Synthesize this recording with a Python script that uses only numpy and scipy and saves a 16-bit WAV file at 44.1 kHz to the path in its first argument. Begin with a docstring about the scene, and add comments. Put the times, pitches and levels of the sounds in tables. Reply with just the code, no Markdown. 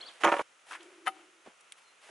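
"""A small bird chirps at the start, as gliding sine whistles over faint outdoor air made of coloured noise. A
clay roof tile clatters on a stack of bricks and broken tiles: noise clacks plus ringing modes; it stops dead. A
tile slips from a gloved hand with rubs of random slips and grit bursts; a low narrow-band hum comes and goes.
The tile lands to the left with a clink, its own clacks and modes, with a weak garden tail. A soft bump, a twig
snap, a last faint bird whistle and a faint low burst at the very end follow; all are noise bursts but the
whistle."""
import sys
import numpy as np
from scipy import signal
from scipy.fft import rfft, irfft
from scipy.io import wavfile

SR = 44100
rng = np.random.default_rng(int(sys.argv[2]) if len(sys.argv) > 2 else 0)


def generate_wav(sig):
    """Save sig (samples, or channels by samples) to the path in sys.argv[1] as 16-bit PCM at SR."""
    pcm = np.round(np.clip(np.atleast_2d(sig).T, -1, 1) * 32767).astype(np.int16)
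    wavfile.write(sys.argv[1], SR, pcm)


N = 92610
TIME_S = np.arange(N) / SR
AGE_S = np.arange(SR // 3) / SR  # time since the start of one impact

# Contacts of tile and stack. Each row: start [s], level [dB], brightness [dB per octave], extra ring [dB].
KNOCKS = [(0.2353, -19.5, 5.5, 4), (0.2412, -17, -7.5, -6), (0.2438, -14.5, 1, 0.5),
          (0.2485, -20.5, 11.5, -8), (0.2540, -19, -6.5, -3.5), (0.2622, -20.5, -1.5, 3),
          (0.2712, -17.5, -3.5, -7.5), (0.277, -19.5, 0, 4), (0.2855, -19.5, -4.5, -20.5),
          (0.2905, -21.5, -0.5, -6), (0.2955, -31, 0, 0), (0.3172, -26, 3, -2), (0.3192, -22, -1, -1),
          (0.3222, -19.5, 0, -0.5), (0.326, -27, 0.5, 3), (0.335, -40.5, 3, 16.5), (0.3395, -19, -2, -16),
          (0.3505, -35, -13, -0.5), (0.3665, -24, 0, -6), (0.3855, -40, 5, -8), (0.3918, -28, 0, -2),
          (0.3938, -25, -4, 3), (0.4065, -44, -7, -27), (0.4125, -28, -5.5, 5)]
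# Spectrum of the dense part of a knock. Each row: frequency [Hz], level [dB per Hz].
KNOCK_CLACK_COLOUR = [(40, -51), (110, -34), (200, -13.5), (330, -3.5), (900, 5.5), (1350, -6), (1700, -2),
                      (3000, -6), (4000, -25), (5200, -34.5), (6500, -28), (8000, -40.5), (11000, -32)]
# Damping of that part. Each row: frequency [Hz], 60 dB decay time [s].
KNOCK_CLACK_T60 = [(200, 0.019), (1000, 0.044), (3000, 0.024), (10000, 0.044)]
# Modes of the tile. One list each: frequency [Hz], level [dB], 60 dB decay time [s].
TILE_HZ = [337, 582, 798, 931, 1104, 1266, 1442, 1782, 2301, 2550, 2790, 3056, 5740, 6640]
TILE_DB = [-13, -11, -18, -5.5, -4, -5.5, -8.5, -13, -15.5, -24, -31, -22, -41, -32]
TILE_T60_S = [0.13, 0.16, 0.088, 0.16, 0.067, 0.076, 0.12, 0.12, 0.12, 0.068, 0.043, 0.049, 0.19, .05]
# Modes of the stack. One list each: frequency [Hz], level [dB], 60 dB decay time [s].
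STACK_HZ = [400, 465, 562, 620, 684, 836, 953, 1029, 1202, 1323, 1375, 1675, 1842, 1960]
STACK_DB = [-11.5, -19.5, -13, -7, -13.5, -21.5, -6, -7, -7.5, -8.5, -21, -18.5, -16, -21.5]
STACK_T60_S = [0.042, 0.023, 0.21, 0.022, 0.052, 0.12, 0.16, 0.028, 0.11, .08, 0.036, .08, .06, .07]

# Contacts of the thrown tile. Each row: start [s], level [dB], brightness [dB per octave], extra ring [dB].
LANDINGS = [(1.0635, -37, 5, -6), (1.0697, -26, 1, -1), (1.0737, -29, -1, 5), (1.079, -33, 2, 1),
            (1.0842, -36, -5, 6), (1.166, -58, 1, 2), (1.189, -58, 1, 0)]
# Spectrum of its dense part. Each row: frequency [Hz], level [dB per Hz].
THROWN_CLACK_COLOUR = [(60, -36), (180, -17), (400, -17.5), (900, 6), (2000, 4), (3100, -16), (4200, -17),
                       (8000, -29.5), (11000, -18.5)]
# Damping of that part. Each row: frequency [Hz], 60 dB decay time [s].
THROWN_CLACK_T60 = [(200, 0.13), (1000, 0.027), (3000, 0.061), (10000, 0.11)]
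# Modes of the thrown tile. One list each: frequency [Hz], level [dB], 60 dB decay time [s].
THROWN_HZ = [760, 764, 925, 1252, 1325, 1500, 1798, 2052, 2616, 2795, 3040, 3640]
THROWN_DB = [-29.5, -4, -7, 3, 2, -8.5, -22, -6.5, -16, -13, -8, -14]
THROWN_MODE_T60_S = [0.39, 0.071, 0.042, 0.051, 0.03, 0.026, 0.054, 0.036, 0.088, .055, 0.047, 0.05]

# Grit crushed and scraped on the tile; dry twigs snapping; soft low bumps and a faint low burst at the very
# end. Each row: start [s], level [dB], centre [Hz], width [octaves], 60 dB decay time [s], left minus right
# [dB].
GRIT = [(0.2425, -37, 7700, 0.98, 0.026, -20), (0.248, -38.5, 6360, 0.11, 0.053, -7),
        (0.2714, -40, 5840, 0.25, 0.01, -3), (0.2905, -37, 6000, 0.11, 0.0073, -10),
        (0.710, -38, 1250, 0.47, 0.099, 0.5), (0.730, -39.5, 1450, 0.66, 0.09, 3),
        (0.749, -39.5, 1500, 0.48, 0.1, 0.5), (1.0793, -29.5, 10070, 0.098, 0.0093, -7),
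        (1.083, -34.5, 11000, 0.24, 0.0079, 7)]
TWIGS = [(0.806, -53, 3000, 0.29, 0.067, 0), (0.830, -49, 5940, 1, 0.017, 0),
         (1.608, -54.5, 8460, 1, 0.035, 0), (1.7215, -38, 3350, .18, .013, -1),
         (1.7217, -43.5, 2200, 0.41, 0.029, -1), (1.722, -38.5, 9200, 0.44, 0.02, -0.5)]
BUMPS_AND_LAST_BURST = [(1.4612, -47.5, 671, 0.94, 0.045, -1), (1.4722, -38.5, 263, 0.7, 0.04, -0.5),
                        (2.089, -52.5, 665, 1, 0.26, -2)]

# Rubs of tile, glove and sleeve. Each row: start [s], rise [s], hold [s], release [s], level [dB],
# brightness [dB per octave], left minus right [dB].
RUBS = [(0.0, 0.0017, 0.1, 0.014, -54, -2.5, -2), (0.077, 0.018, 0.13, .01, -58, -1, -1.5),
        (0.199, 0.017, 0.1983, 0.015, -44.5, -2, -4.5), (0.647, 0.047, 0.065, 0.021, -52.5, 0, 1),
        (0.697, 0.0098, 0.035, 0.037, -49.5, 0, 1), (0.768, 0.017, 0.033, 0.29, -58, -2, 1),
        (1.055, 0.0047, 0.014, 0.012, -48, -2, 3), (1.103, .04, 0.061, 0.079, -61, -2, 3.5),
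        (1.447, 0.0084, 0.028, 0.064, -58, -3.5, -0.5), (1.761, 0.017, 0.013, 0.027, -61, 0.5, 3),
        (2.006, 0.022, 0.075, 0.21, -56.5, -0.5, 0)]
# Spectrum of a rub. Each row: frequency [Hz], level [dB per Hz].
RUB_COLOUR = [(60, -44), (250, -20), (500, -6), (1200, -4.5), (2200, -4.5), (3200, -6.5), (4500, -14),
              (10500, -14.5)]

# Bird notes, one list of points per note. Each row: time [s], pitch [Hz], level [dB].
BIRD_NOTES = [
    [(0.007, 2800, -50.5), (0.011, 3950, -48), (0.016, 4320, -41), (0.021, 4280, -54.5), (0.026, 4500, -63)],
    [(0.025, 2900, -53), (0.030, 3280, -44.5), (0.042, 3400, -53), (0.052, 3950, -58.5), (0.062, 4380, -54),
     (0.069, 4480, -47.5), (0.075, 4950, -52.5), (0.0775, 3500, -46.5), (0.08, 2900, -54.5)],
    [(0.080, 4890, -66), (0.083, 4470, -50), (0.086, 3850, -46.5), (0.093, 3200, -50.5), (0.099, 2850, -66)],
    [(1.835, 4200, -79), (1.885, 4135, -67), (1.935, 4030, -87)],
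]
# Hum level over time. Each row: time [s], level [dB].
HUM_LEVEL = [(0.68, -81), (0.78, -64), (0.85, -57), (0.95, -62.5), (1.02, -58.5), (1.2, -63), (1.35, -71),
             (1.48, -84)]
# Spectrum of the outdoor air. Each row: frequency [Hz], level [dB per Hz].
AIR_COLOUR = [(30, -33), (120, -25), (230, -19), (350, -12), (520, -7), (700, -8), (1150, -5), (1380, -1.5),
              (1550, -6.5), (2800, -6), (4500, -17), (6500, -13.5), (8000, -17), (11000, -18),
              (12500, -66.5)]
# Left-right likeness of the air, then of near sources. Each row: frequency [Hz], likeness [1 = identical].
AIR_SAME = [(60, 0.75), (220, 1), (830, 0.37), (3100, 0.69), (11600, 0.72)]
NEAR_SAME = [(100, 1), (2000, 0.97), (5000, 0.59), (11000, 0.95)]

STOP_S, STOP_FADE_S = 0.4155, 0.00065
KNOCK_CLACK_DB, KNOCK_RING_DB = -1, -5
THROWN_CLACK_DB, THROWN_RING_DB = -0.33, -2
STACK_PAN_DB, STACK_LAG_S = -2, -0.000018
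THROWN_PAN_DB, THROWN_LAG_S = 4, -0.000016
BLOW_ATTACK_S, SNAP_ATTACK_S = 0.0003, 0.00023
BASS_EDGE_HZ, RECORDER_EDGE_HZ = 205, 11180
RUB_GRAINS_PER_S, RUB_GRAIN_DB = 5300, 3.5
RUB_SMOOTH, RUB_SAME = 0.27, 0.87  # steady noise per unit of slips; share common to both ears
GARDEN_T60_S, LANDING_GARDEN_DB, BIRD_GARDEN_DB = 0.41, -28, -7
HUM_HZ, HUM_OCTAVES = 348.3, 0.18
AIR_DB, AIR_PAN_DB, AIR_DRIFT_DB = -62.5, -0.3, 0.4


def amp(db):
    """Decibels to gain."""
    return 10 ** (np.asarray(db) / 20)


def unit(x):
    """Scales to rms 1."""
    return x / np.sqrt(np.mean(x ** 2) + 1e-20)


def read(points, hz):
    """Reads a table on a log-frequency axis."""
    table_hz, value = np.transpose(points)
    return np.interp(np.log(hz + 1), np.log(table_hz + 1), value)


def octaves(hz, centre_hz=1000):
    """Distance from a centre in octaves."""
    return np.log2((hz + 1) / centre_hz)


def tilt_db(hz, db_per_octave):
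    """Brightness about 1 kHz, held constant below -1 and above +2 octaves."""
    return db_per_octave * np.clip(octaves(hz), -1, 2)


def pan(db):
    """Left and right gains for a left-minus-right level difference."""
    return amp(np.array([[db / 2], [-db / 2]]))


def add(mix, start_s, sound):
    """Mixes a sound in at a time."""
    part = mix[:, max(round(start_s * SR), 0):][:, :sound.shape[-1]]
    part += sound[..., :part.shape[1]]


def noise(size, colour_db, same):
    """Stereo noise of rms 1 from random phases, with a colour and a left-right likeness table."""
    hz = np.fft.rfftfreq(size, 1 / SR)
    mid, side = np.exp(2j * np.pi * rng.random((2, len(hz))))
    likeness = np.clip(read(same, hz), -1, 1)
    mid = mid * np.sqrt(1 + likeness)
    side = np.array([[1], [-1]]) * side * np.sqrt(1 - likeness)
    return unit(irfft((mid + side) * amp(colour_db(hz)), size))


def lagged(x, lag_s):
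    """Delays the left ear against the right; a negative lag makes the left lead."""
    turn = np.exp(-2j * np.pi * np.fft.rfftfreq(N, 1 / SR) * lag_s)
    return np.array([irfft(rfft(x[0]) * turn, N), x[1]])


def radiated(x):
    """Small objects give off little bass: a high-pass."""
    high_pass = signal.butter(3, BASS_EDGE_HZ, "high", fs=SR, output="sos")
    return signal.sosfilt(high_pass, x)


def garden(x):
    """Diffuse scatter from logs, plants and trees: a decaying noise tail."""
    tail = rng.standard_normal((2, len(AGE_S))) * amp(-60 * AGE_S / GARDEN_T60_S)
    return signal.fftconvolve(x, tail / np.linalg.norm(tail[0]), axes=1)[:, :N]


def clack(colour, t60s, tilt):
    """Dense noise burst; each frequency band decays at its own rate."""
    burst = noise(len(AGE_S), lambda hz: read(colour, hz) + tilt_db(hz, tilt), NEAR_SAME)
    hz, frame_s, bands = signal.stft(burst, SR, nperseg=128)
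    damped = bands * amp(-60 * frame_s / read(t60s, hz)[:, None])
    return signal.istft(damped, SR, nperseg=128)[1][:, :len(AGE_S)]


def ring(modes, tilt):
    """Modes of fired clay: decaying sines of alternating sign."""
    out = np.zeros(len(AGE_S))
    for k, (hz, db, t60_s) in enumerate(zip(*modes)):
        decay = amp(db + tilt_db(hz, tilt) - 60 * AGE_S / t60_s)
        out += (-1) ** k * decay * np.sin(2 * np.pi * hz * AGE_S)
    return out


def blows(rows, modes, ring_db, clack_db, colour, t60s):
    """Each contact gives a dense, short clack and rings the modes."""
    out = np.zeros((2, N))
    attack = 1 - np.exp(-AGE_S / BLOW_ATTACK_S)
    for start_s, db, tilt, own_ring_db in rows:
        dense = amp(clack_db) * clack(colour, t60s, tilt)
        tonal = amp(ring_db + own_ring_db) * ring(modes, tilt)
        add(out, start_s, amp(db) * attack * (dense + tonal))
    return radiated(out)


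def clatter():
    """The tile rattles on the stack, exciting the modes of both, until the sound stops dead."""
    modes = (TILE_HZ + STACK_HZ, TILE_DB + STACK_DB, TILE_T60_S + STACK_T60_S)
    x = blows(KNOCKS, modes, KNOCK_RING_DB, KNOCK_CLACK_DB, KNOCK_CLACK_COLOUR, KNOCK_CLACK_T60)
    stop = np.clip((STOP_S - TIME_S) / STOP_FADE_S, 0, 1)
    return lagged(x, STACK_LAG_S) * pan(STACK_PAN_DB) * stop


def landing():
    """The thrown tile lands in a run of contacts; the garden answers faintly."""
    modes = (THROWN_HZ, THROWN_DB, THROWN_MODE_T60_S)
    x = blows(LANDINGS, modes, THROWN_RING_DB, THROWN_CLACK_DB, THROWN_CLACK_COLOUR, THROWN_CLACK_T60)
    direct = lagged(x, THROWN_LAG_S) * pan(THROWN_PAN_DB)
    return direct + amp(LANDING_GARDEN_DB) * garden(x)


def snaps(rows):
    """Short dead impacts, each a decaying noise burst around one frequency."""
    out = np.zeros((2, N))
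    attack = 1 - np.exp(-AGE_S / SNAP_ATTACK_S)
    for start_s, db, centre_hz, width, t60_s, pan_db in rows:
        def band_db(hz):
            """Level falls away on both sides of the centre."""
            offset = octaves(hz, centre_hz) / width
            return -20 * np.log10(1 + offset ** 2 / 2 + offset ** 4 / 10)

        burst = noise(len(AGE_S), band_db, NEAR_SAME)
        add(out, start_s, burst * amp(db - 60 * AGE_S / t60_s) * attack * pan(pan_db))
    return out


def grit():
    """Grit crushed and scraped on the tile: brief bursts with little bass."""
    return radiated(snaps(GRIT))


def twigs():
    """Dry twigs snapping: brief bursts with little bass."""
    return radiated(snaps(TWIGS))


def bumps_and_last_burst():
    """Soft low bumps and a faint low burst at the very end: lower bursts, their bass thinned too."""
    return radiated(snaps(BUMPS_AND_LAST_BURST))


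def rubs():
    """Friction: a dense run of tiny slips that swells, holds and fades."""
    out, hz = np.zeros((2, N)), np.fft.rfftfreq(N, 1 / SR)
    for start_s, rise_s, hold_s, release_s, db, tilt, pan_db in RUBS:
        # row 0 is common to both ears, rows 1 and 2 belong to one ear each
        struck = rng.random((3, N)) < RUB_GRAINS_PER_S / SR
        size = amp(RUB_GRAIN_DB * np.minimum(rng.exponential(1, (3, N)), 4))
        slips = struck * size * rng.choice([-1, 1], (3, N))
        drive = unit(slips) + RUB_SMOOTH * rng.standard_normal((3, N))
        drive = np.sqrt(RUB_SAME) * drive[:1] + np.sqrt(1 - RUB_SAME) * drive[1:]
        colour = amp(read(RUB_COLOUR, hz) + tilt * octaves(hz))
        rub = unit(irfft(rfft(drive) * colour, N))
        corners_s = start_s + np.cumsum([0, rise_s, hold_s, release_s])
        out += rub * amp(db) * pan(pan_db) * np.interp(TIME_S, corners_s, [0, 1, 1, 0])
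    return out


def bird():
    """Three quick gliding whistles and a later faint one, scattered by the garden."""
    x = np.zeros(N)
    for note in BIRD_NOTES:
        point_s, hz, db = np.transpose(note)
        sounding = (TIME_S > point_s[0]) * (TIME_S < point_s[-1])
        level = np.sqrt(2) * amp(np.interp(TIME_S, point_s, db))  # rms to peak
        phase = 2 * np.pi * np.cumsum(np.interp(TIME_S, point_s, hz)) / SR
        x += level * sounding * np.sin(phase)
    x = x * pan(0.5)
    return x + amp(BIRD_GARDEN_DB) * garden(x)


def hum():
    """Low wavering hum that comes and goes: narrow-band noise."""
    def band_db(hz):
        """One steep-sided band."""
        return -20 * np.log10(1 + (octaves(hz, HUM_HZ) / HUM_OCTAVES) ** 4)

    level_db = np.interp(TIME_S, *np.transpose(HUM_LEVEL), left=-np.inf, right=-np.inf)
    return noise(N, band_db, NEAR_SAME) * amp(level_db)


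def air():
    """Faint outdoor hiss: coloured noise whose level drifts a little."""
    drift = unit(noise(N, lambda hz: -20 * np.log10(1 + (hz / 6) ** 2), NEAR_SAME)[0])
    hiss = noise(N, lambda hz: read(AIR_COLOUR, hz), AIR_SAME)
    return hiss * amp(AIR_DB + AIR_DRIFT_DB * drift) * pan(AIR_PAN_DB)


def scene():
    """All sources together."""
    tiles = clatter() + landing()
    small_impacts = grit() + twigs() + bumps_and_last_burst()
    return tiles + small_impacts + rubs() + bird() + hum() + air()


def record(dry):
    """The recorder's band limit: a linear-phase low-pass."""
    low_pass = signal.firwin(401, RECORDER_EDGE_HZ, window=("kaiser", 8), fs=SR)
    return signal.oaconvolve(dry, low_pass[None], "same")


dry = scene()
out = record(dry)
generate_wav(out)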